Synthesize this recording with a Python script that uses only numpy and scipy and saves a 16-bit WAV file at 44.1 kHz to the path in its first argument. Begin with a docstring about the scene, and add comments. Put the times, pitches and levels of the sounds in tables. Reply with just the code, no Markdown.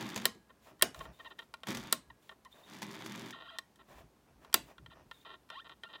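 """A model locomotive inches along a toy layout in three spurts: gear teeth shake and rattle its
chassis, wheels grind on the rails, wheels and couplers knock. Close by, a hand works a plastic
speed controller: the switch snaps, the knob creaks, slides, catches and squeals, and the contacts
ring the housing. A small quiet room with a faint mains hum surrounds both."""
import sys
import numpy as np
from scipy import signal
from scipy.fft import rfft, irfft
from scipy.io import wavfile

SR = 44100
rng = np.random.default_rng(int(sys.argv[2]) if len(sys.argv) > 2 else 0)


def master_out(mix):
    """Clip the mix to full scale and print it as 16-bit PCM to the path in sys.argv[1]."""
    frames = np.transpose(np.atleast_2d(mix))
    ceiling = np.clip(frames, -1, 1)
    pcm = np.round(ceiling * 32767).astype(np.int16)
    wavfile.write(sys.argv[1], SR, pcm)


N = 264600
TIME = np.arange(N) / SR
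BLOCK = 8192
BLOCK_HZ = np.maximum(np.arange(BLOCK // 2 + 1) * SR / BLOCK, 1)


def from_db(db):
    """Decibels to gain."""
    return 10 ** (np.asarray(db) / 20)


def unit_rms(x):
    """Scale to rms 1."""
    return x / np.sqrt(np.mean(x ** 2) + 1e-20)


def at_hz(table, hz):
    """Interpolate a table over log frequency."""
    f, value = np.transpose(table)
    return np.interp(np.log(np.maximum(hz, 1)), np.log(f), value)


def add(track, start_s, sound):
    """Mix a sound into a track."""
    i = round(start_s * SR)
    track[i:i + len(sound)] += sound[:N - i]


def coloured(x, spectrum):
    """Filter by a spectrum with steep skirts beyond its ends; rms 1."""
    hz = np.maximum(np.arange(len(x) // 2 + 1) * SR / len(x), 1)
    skirts = 1 / np.sqrt((1 + (spectrum[0][0] / hz) ** 8) * (1 + (hz / spectrum[-1][0]) ** 20))
    return unit_rms(irfft(rfft(x) * from_db(at_hz(spectrum, hz)) * skirts, len(x)))


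def noise(spectrum, samples=N):
    """Steady coloured noise; rms 1."""
    return coloured(rng.standard_normal(samples), spectrum)


def drift(rate_hz):
    """Smooth random wander; rms 1."""
    hz = np.arange(N // 2 + 1) * SR / N
    return unit_rms(irfft(rfft(rng.standard_normal(N)) / (1 + (hz / rate_hz) ** 2), N))


def grains(per_s, spread_db):
    """Random tiny contacts of uneven size; rms 1."""
    sizes = from_db(spread_db * np.minimum(rng.exponential(1, N), 4)) * rng.choice([-1, 1], N)
    return unit_rms(sizes * (rng.random(N) < per_s / SR))


def held(start_s, end_s, rise_s, fall_s):
    """Envelope: swells up to the start, holds, decays after the end."""
    return np.exp(np.minimum(TIME - start_s, 0) / rise_s - np.clip((TIME - end_s) / fall_s, 0, 50))


# Motor spurts: start/s, end/s, initial speed/(teeth/s), target speed/(teeth/s), gain/dB
SPURTS = [(0, 0.256, 129.7, 82.4, 1), (1.683, 1.925, 166, 61, -3), (2.669, 3.306, 80, 121.8, -4.5)]
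CRUISE_TEETH_PER_S = 120


def motor(rise_s=0.01, fall_s=0.007, settle_s=0.15):
    """Tooth rate and running envelope; each spurt eases toward its target speed."""
    tooth_hz, running = np.full(N, float(CRUISE_TEETH_PER_S)), 0
    for start_s, end_s, initial_hz, target_hz, db in SPURTS:
        offset_hz = (initial_hz - target_hz) * np.exp(-np.maximum(TIME - start_s, 0) / settle_s)
        tooth_hz = np.where(TIME > start_s - 10 * rise_s, target_hz + offset_hz, tooth_hz)
        running = running + from_db(db) * held(start_s, end_s, rise_s, fall_s)
    return tooth_hz, running


# Chassis, gear and wheel spectra: f/Hz, density/dB
RUMBLE = [(90, -12), (115, -3), (140, 1), (220, 1), (280, 1.5), (400, -4.5), (520, -11), (700, -10.5)]
RATTLE = [(260, -30), (450, -11), (768, -7.5), (898, -1.5), (1550, -8), (1700, -4.5), (2380, -7),
          (2610, -11), (3620, -6), (4230, -17), (5500, -27.5), (7150, -37), (12100, -120)]
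WHEEL_HISS = [(2470, -41.5), (4200, -5.5), (4540, 0), (5340, -4.5), (5750, -2.5), (7070, -5.5), (8500, -11),
              (15100, -14.5), (16000, -16.5)]


def locomotive(mesh_depth=0.15, growl_db=-7):
    """Gear teeth shake the chassis and rattle in rhythm, wheels grind the rails; all grow with speed."""
    tooth_hz, running = motor()
    teeth = np.cumsum(tooth_hz * np.exp(0.13 * drift(40))) / SR
    blows = np.diff(np.floor(teeth), prepend=0) * from_db(2.3 * drift(110))
    mesh = np.exp(mesh_depth * np.cos(2 * np.pi * teeth))
    chassis = noise(RUMBLE) + from_db(growl_db) * coloured(blows, RUMBLE)
    shudder = from_db(2 * drift(32))
    gears = coloured(grains(per_s=2600, spread_db=2.7) * mesh * shudder, RATTLE)
    wheels = coloured(grains(per_s=1800, spread_db=5.9) * mesh * shudder, WHEEL_HISS)
    speed_octaves = np.log2(tooth_hz / CRUISE_TEETH_PER_S)
    return running * (from_db(-51 + 16.5 * speed_octaves) * chassis
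                      + from_db(-46.5 + 15.5 * speed_octaves) * gears
                      + from_db(-54 + 16 * speed_octaves) * wheels)


# Room hush spectrum: f/Hz, density/dB
HUSH_SPECTRUM = [(45, -4), (60, -3), (90, -6.5), (140, -3.5), (250, -3.5), (500, -9.5), (1000, -12),
                 (1800, -19.5), (2600, -22), (4000, -24.5), (8000, -28), (16000, -30.5)]


def room_tone(hush_db=-68.5, hum_db=-81, hum_hz=60):
    """Steady hush and mains hum."""
    hum = np.sqrt(2) * np.sin(2 * np.pi * hum_hz * TIME)
    return from_db(hush_db) * noise(HUSH_SPECTRUM) + from_db(hum_db) * hum


def pressure(moves, rise_s, fall_s, waver_db=2):
    """Envelope of hand moves under wavering finger pressure."""
    envelope = sum(from_db(db) * held(start_s, end_s, rise_s, fall_s) for start_s, end_s, db in moves)
    return envelope * from_db(waver_db * np.tanh(drift(18.36)))


# Hand bumps: start/s, end/s, level/dB
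BUMPS = [(.02, .1, -61), (.97, 1.11, -56), (1.75, 1.84, -60), (2.02, 2.16, -67.5), (3.89, 4.07, -61),
         (4.29, 4.5, -67.5), (4.57, 4.67, -62.5), (4.8, 4.9, -59), (4.95, 5.07, -64)]
# Bump spectrum: f/Hz, density/dB
BUMP_SPECTRUM = [(35, -6), (52, 0.5), (70, -2), (95, -12.5), (135, -4.5), (220, -16), (400, -17.5)]


def hand_bumps(gain_db=-1):
    """The hand bumps dully on the housing."""
    return from_db(gain_db) * pressure(BUMPS, rise_s=0.012, fall_s=0.016) * noise(BUMP_SPECTRUM)


# Wheel and coupler knocks: t/s, tick/dB, thump/dB
KNOCKS = [(.161, -32, -31.5), (0.176, -37.5, -60), (0.348, -62, -49), (.715, -83, -53),
          (1.67, -38.5, -50.5), (1.685, -37, -31.5), (1.748, -36, -39), (1.771, -37.5, -46),
          (2.82, -38.5, -35), (2.829, -40.5, -49), (3.061, -39.5, -65), (3.307, -44, -52)]


def track_knocks(tick_s=0.0056, thump_s=0.0097, hiss_db=-4):
    """A wheel or coupler ticks and the baseboard thumps under it."""
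    out, t = np.zeros(N), TIME[:BLOCK]
    for start_s, tick_db, thump_db in KNOCKS:
        tick = (noise(RATTLE, BLOCK) + from_db(hiss_db) * noise(WHEEL_HISS, BLOCK)) * np.exp(-t / tick_s)
        thump = noise(RUMBLE, BLOCK) * (1 - np.exp(-t / tick_s)) * np.exp(-t / thump_s)
        add(out, start_s, from_db(tick_db) * tick + from_db(thump_db) * thump)
    return out


# Controller housing modes: f/Hz, width/Hz, level/dB
HOUSING_MODES = [(150.7, 33, -12.5), (362.9, 210, -4.5), (486, 110, -1.5), (645, 37, 3), (936, 97, 1.5),
                 (1064, 78, 6), (1370, 77, 6), (1828, 69, 7.5), (2410, 150, -6.5), (2770, 75, -4),
                 (3174, 170, 3), (3566, 81, 1.5), (3924, 260, 0.5), (4760, 770, -7), (5400, 610, -7),
                 (6840, 1300, -13), (7700, 660, -9), (9120, 350, -9.5), (9630, 480, -9), (11260, 750, -13),
                 (12705, 300, -9.5), (14900, 900, -12.5)]


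def housing(lag_s=0.0018, scatter_db=0, mode_factor=-1):
    """Response of the plastic shell; bending waves carry treble ahead of bass (lag_s at 1 kHz)."""
    offsets_db = scatter_db * rng.standard_normal(len(HOUSING_MODES))
    modes = 0
    for k, (hz, width_hz, db) in enumerate(HOUSING_MODES):
        detuning = (BLOCK_HZ ** 2 - hz ** 2) / (BLOCK_HZ * width_hz)
        modes = modes + mode_factor ** k * from_db(db + offsets_db[k]) / (1 + 1j * detuning)
    return modes * np.exp(-4j * np.pi * lag_s * np.sqrt(1000 * BLOCK_HZ))


def strike(response, treble_db, bass_db, treble_hz=5000, bass_hz=700):
    """One contact on the shell, shelved in treble and bass; energy of 5 ms at rms 1."""
    treble = 1 / (1 + (treble_hz / BLOCK_HZ) ** 8)
    bass = 1 / (1 + (BLOCK_HZ / bass_hz) ** 4)
    hit = irfft(response * from_db(treble_db * treble + bass_db * bass))[:BLOCK // 2]
    return hit / np.sqrt(np.sum(hit ** 2) / (0.005 * SR))


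def skidded(hit, skid_db, skid_s, highpass_hz=2500):
    """Trail a contact with a bright skid of tiny ones, at equal total energy."""
    skid = rng.standard_normal(BLOCK) * np.exp(-TIME[:BLOCK] / skid_s)
    skid = signal.sosfilt(signal.butter(2, highpass_hz, "high", fs=SR, output="sos"), skid)
    both = hit + from_db(skid_db) * signal.fftconvolve(hit, skid / np.linalg.norm(skid))[:len(hit)]
    return both * np.linalg.norm(hit) / np.linalg.norm(both)


# Switch snaps: t/s, level/dB, treble/dB, bass/dB, bounce delay/s, bounce gain/dB, spring gain/dB
SNAPS = [(0.2538, -20.5, 5, 0.5, 0.00056, -20, -21.5), (0.8223, -17, 5.5, 2.5, 0.0018, -2, -35.5),
         (1.9251, -20, 6.5, 0, 0.00036, -26.5, -23), (4.5410, -17, 4.5, -8, 0.00087, -6.5, -39)]
# Spring modes: f/Hz, t60/s, level/dB
SPRING_MODES = [(1655, 1.5, -49), (3930, .2, -31), (4080, .32, -33), (7590, .15, -40)]
# Loose-part spectrum: f/Hz, density/dB
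CHATTER = [(150, -6.5), (400, -0.5), (1000, 0.5), (4000, 0), (7000, -5), (12000, -12.5), (16000, -7.5)]


def switch(chatter_db=-8, chatter_s=0.006, settle_db=-21, settle_s=0.004):
    """Each snap lands twice; loose parts chatter and settle, the spring rings on."""
    out, t = np.zeros(N), TIME[:SR]
    shell = housing(scatter_db=2.74)
    spring = sum(from_db(db - 60 * t / t60) * np.sin(2 * np.pi * hz * t) for hz, t60, db in SPRING_MODES)
    decay = from_db(chatter_db) * np.exp(-t / chatter_s) + from_db(settle_db) * np.exp(-t / settle_s)
    for start_s, db, treble_db, bass_db, bounce_s, bounce_db, spring_db in SNAPS:
        hit = from_db(db) * skidded(strike(shell, treble_db, bass_db), skid_db=0.5, skid_s=0.0022)
        add(out, start_s, hit)
        add(out, start_s + bounce_s, from_db(bounce_db) * hit)
        add(out, start_s + bounce_s, from_db(db) * decay * noise(CHATTER, SR))
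        add(out, start_s, from_db(spring_db) * spring)
    return out


def snap_spill(send_db=-14, burst_s=0.0042):
    """Snaps radiate in all directions, so the room gets a smooth burst without the shell's peaks."""
    out = np.zeros(N)
    for start_s, db, _, _, bounce_s, bounce_db, _ in SNAPS:
        burst = noise(CHATTER, BLOCK) * np.exp(-TIME[:BLOCK] / burst_s)
        add(out, start_s + bounce_s, from_db(db + send_db) * np.hypot(1, from_db(bounce_db)) * burst)
    return out


def stick_slip(contact, slip_hz, level_db, spread_db=14, jitter=0.0247, slow_jitter=0.19, lock_hz=567):
    """A run of slips: slow ones come unevenly, fast ones are smaller and lock into a squeak."""
    gap_draws, size_draws = rng.standard_normal((2, BLOCK // 16))
    uneven = jitter + slow_jitter / (1 + (slip_hz / lock_hz) ** 4)
    onsets, sample = [], 0.
    while sample < len(slip_hz):
        onsets.append(sample)
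        sample += SR / slip_hz[int(sample)] * np.exp(uneven[int(sample)] * gap_draws[len(onsets)])
    k = np.array(onsets).astype(int)
    sizes = from_db(level_db[k] + spread_db * uneven[k] * size_draws[:len(k)]) / np.sqrt(slip_hz[k])
    delays = np.exp(-2j * np.pi * np.outer(np.array(onsets) / SR, BLOCK_HZ))
    sound = irfft(contact * (sizes @ delays))
    return sound * np.linalg.norm(from_db(level_db)) / np.linalg.norm(sound)


# Short creaks: t/s, length/s, slip rate/Hz, level/dB, treble/dB
CREAKS = [(0.494, 0.017, 496, -58.5, -9.5), (1.005, 0.011, 511, -41.5, -8), (1.052, 0.0097, 400, -49, -7),
          (1.192, 0.018, 549, -50.5, -2.5), (1.304, 0.022, 397, -52.5, -1), (1.386, 0.022, 494, -51, 3),
          (1.419, .01, 435, -55, -1), (2.1, 0.0073, 946, -50, -8), (2.312, 0.0161, 443, -55, -11),
          (2.453, .018, 1011, -54.5, -14), (3.788, .03, 333, -60, -5), (5.645, 0.03, 238, -55, -0.5),
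          (5.694, 0.044, 195.3, -56.5, 1), (5.888, 0.035, 272, -57.5, 0), (5.93, 0.039, 275, -50, 4.5),
          (5.976, 0.025, 630, -64.5, -3)]
# Longer turns, one curve each: t/s, slip rate/Hz, level/dB
TURNS = [
    [(1.247, 507, -51), (1.26, 1088, -47.5), (1.276, 850, -50)],
    [(3.326, 1842, -45), (3.345, 1033, -49), (3.378, 197.6, -58), (3.422, 206, -51.5), (3.435, 780, -56.5),
     (3.467, 656, -52)],
    [(3.47, 963, -56), (3.486, 1590, -51.5), (3.499, 1635, -47.5), (3.508, 724, -56.5), (3.552, 653, -55.5),
     (3.574, 1930, -58)],
    [(4.9, 1810, -63), (4.915, 1053, -56.5), (4.935, 500, -59)],
    [(5.249, 1306, -51.5), (5.265, 468.4, -50), (5.285, 270, -54.5), (5.32, 391, -53), (5.358, 331, -54.5)],
    [(5.505, 504, -54), (5.549, 902, -50.5), (5.588, 1180, -48.5), (5.603, 1626, -48.5), (5.625, 1900, -68)],
    [(5.838, 466, -47.5), (5.857, 1386, -55.5), (5.878, 1410, -56.5)],
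]


def knob_creaks(shell, bare_db=-13, low_hz=400, high_hz=3800, treble_hz=2400, swell_db=4, sag_oct=0.133):
    """Plastic sticks and slips, heard bare and through the shell; creaks swell and sag, turns glide."""
    out = np.zeros(N)
    band = 1 / np.sqrt((1 + (BLOCK_HZ / high_hz) ** 18) * (1 + (low_hz / BLOCK_HZ) ** 4))
    contact = band * (shell + from_db(bare_db))
    for start_s, length_s, hz, db, treble_db in CREAKS:
        progress = np.linspace(0, 1, int(length_s * SR))
        slip_hz = hz * 2 ** (sag_oct * (0.5 - progress))
        pressure_db = swell_db * (np.sin(np.pi * progress) - 2 / np.pi)
        shelf = from_db(treble_db / (1 + (treble_hz / BLOCK_HZ) ** 8))
        add(out, start_s, stick_slip(contact * shelf, slip_hz, db + pressure_db))
    for turn in TURNS:
        times_s, hz, db = np.transpose(turn)
        t = times_s[0] + TIME[:int((times_s[-1] - times_s[0]) * SR)]
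        slip_hz = np.exp(np.interp(t, times_s, np.log(hz)))
        add(out, times_s[0], stick_slip(contact, slip_hz, np.interp(t, times_s, db)))
    return out


# Free knob slides: start/s, end/s, level/dB
SLIDES = [(.63, .7, -68), (.96, 1.05, -63), (1.13, 1.3, -72), (1.39, 1.44, -70), (2.23, 2.32, -70),
          (2.52, 2.68, -69.5), (3.89, 4.01, -67.5), (4.42, 4.45, -73.5), (4.63, 4.71, -67),
          (5.13, 5.23, -72)]
# Slide spectrum: f/Hz, density/dB
SLIDE_SPECTRUM = [(1760, -3), (3000, -4.5), (3650, -3.5), (4500, -9.5), (5250, -12.5), (6440, -11),
                  (7000, -7.5), (8400, -13.5), (12200, -12), (13600, -16.5), (14800, -6.5), (16000, -11)]


def knob_slides(gain_db=-1):
    """The knob slides freely with a thin hiss."""
    return from_db(gain_db) * pressure(SLIDES, rise_s=0.012, fall_s=0.015) * noise(SLIDE_SPECTRUM)


# Finger rubs: start/s, end/s, level/dB
RUBS = [(.67, .715, -61), (.95, 1.11, -59), (1.2, 1.33, -65), (2.55, 2.66, -64.5), (3.89, 4.02, -61),
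        (4.28, 4.31, -69.5), (4.42, 4.5, -64), (4.69, 4.72, -59), (4.96, 5.01, -61)]
# Rub spectrum: f/Hz, density/dB
RUB_SPECTRUM = [(150, -25), (250, -4.5), (533, -5), (634, 2.5), (764, -5), (1070, -4), (1570, -12),
                (1840, -8.5), (2180, -18), (2370, -12.5), (4080, -28), (6000, -23), (7800, -56),
                (13200, -120)]


def finger_rubs():
    """Fingers shift on the housing with grainy friction."""
    envelope = pressure(RUBS, rise_s=0.012, fall_s=0.02)
    return envelope * coloured(grains(per_s=3000, spread_db=2.8), RUB_SPECTRUM)


# Knob catches: t/s, level/dB, treble/dB
CATCHES = [(0.7943, -59, -4.5), (.812, -37.5, -14.5), (0.9451, -45.5, -7.5), (0.991, -53, -1),
           (1.3899, -41, -16.5), (1.5391, -40, -17.5), (1.633, -42.5, -18.5), (2.2928, -44.5, -22),
           (2.449, -56.5, -5), (3.5853, -34, -8), (3.758, -63, -2), (4.447, -53, -11.5), (4.528, -44, -5.5),
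           (4.781, -51, -21), (4.861, -49, -21), (5.1123, -42.5, -20), (5.49, -60, -14),
           (5.501, -41.5, -20), (5.695, -48, -21), (5.8341, -41, -19)]


def knob_catches(low_hz=450, high_hz=14000):
    """The knob breaks free with a soft tick and a short skid, each time at another spot."""
    out = np.zeros(N)
    band = 1 / ((1 + (BLOCK_HZ / high_hz) ** 4) * np.sqrt(1 + (low_hz / BLOCK_HZ) ** 4))
    for start_s, db, treble_db in CATCHES:
        contact = band * housing(lag_s=0.0014, scatter_db=2, mode_factor=0.99)
        tick = strike(contact, treble_db, bass_db=-6, treble_hz=4360)
        add(out, start_s, from_db(db) * skidded(tick, skid_db=4.5, skid_s=0.0038, highpass_hz=900))
    return out


# Knob squeals: start/s, end/s, level/dB
SQUEALS = [(1.14, 1.19, -75), (2.52, 2.545, -66.5), (2.565, 2.585, -68), (2.64, 2.66, -65),
           (5.14, 5.23, -74.5)]


def knob_squeals(centre_hz=3640, waver=0.025, flutter_db=5):
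    """A thin, unsteady tone where the sliding knob drags."""
    hz = centre_hz * np.exp(waver * drift(27.5))
    tone = np.sqrt(2) * np.sin(2 * np.pi * np.cumsum(hz) / SR)
    return pressure(SQUEALS, rise_s=0.0052, fall_s=0.0047) * from_db(flutter_db * drift(159)) * tone


# Room decay: f/Hz, t60/s
ROOM_T60 = [(100, 0.34), (500, 0.17), (2000, 0.25), (4000, 0.21), (8000, 0.21), (16000, 0.09)]
# Room colour: f/Hz, level/dB
ROOM_COLOUR = [(100, 7.5), (250, 7.5), (600, -1), (2000, -7.5), (6000, -9.5), (16000, -3)]


def room_reverb(x, build_s=0.0038):
    """Dense reflections build up, then decay by octave band; the bass lasts longest."""
    t, hz = TIME[:SR], np.maximum(np.arange(SR // 2 + 1), 1)
    white, tail = rfft(rng.standard_normal(SR)), 0
    for centre_hz in 62.5 * 2. ** np.arange(9):
        band = irfft(white * np.maximum(1 - abs(np.log2(hz / centre_hz)), 0), SR)
        tail = tail + band * from_db(at_hz(ROOM_COLOUR, centre_hz) - 60 * t / at_hz(ROOM_T60, centre_hz))
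    tail = tail * (1 - np.exp(-(t / build_s) ** 2))
    return signal.fftconvolve(x, tail / np.linalg.norm(tail))[:N]


def scene(train_send_db=-11, controller_send_db=-20):
    """The controller is near and almost dry, the train a little farther off."""
    rubbed_shell = housing(mode_factor=1)
    controller = switch() + knob_catches() + knob_creaks(rubbed_shell) + knob_squeals()
    train = locomotive() + track_knocks()
    send = from_db(train_send_db) * train + from_db(controller_send_db) * controller + snap_spill()
    room = room_reverb(send) + room_tone()
    handling = hand_bumps() + finger_rubs() + knob_slides()
    return (train + controller + handling + room)[None]


def record(dry, highpass_hz=42, lowpass_hz=16200):
    """The microphone drops the deepest bass; the top is cut steeply."""
    thin = signal.sosfilt(signal.butter(4, highpass_hz, "high", fs=SR, output="sos"), dry)
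    return signal.sosfilt(signal.ellip(10, 0.2, 80, lowpass_hz, fs=SR, output="sos"), thin)


dry = scene()
out = record(dry)
master_out(out)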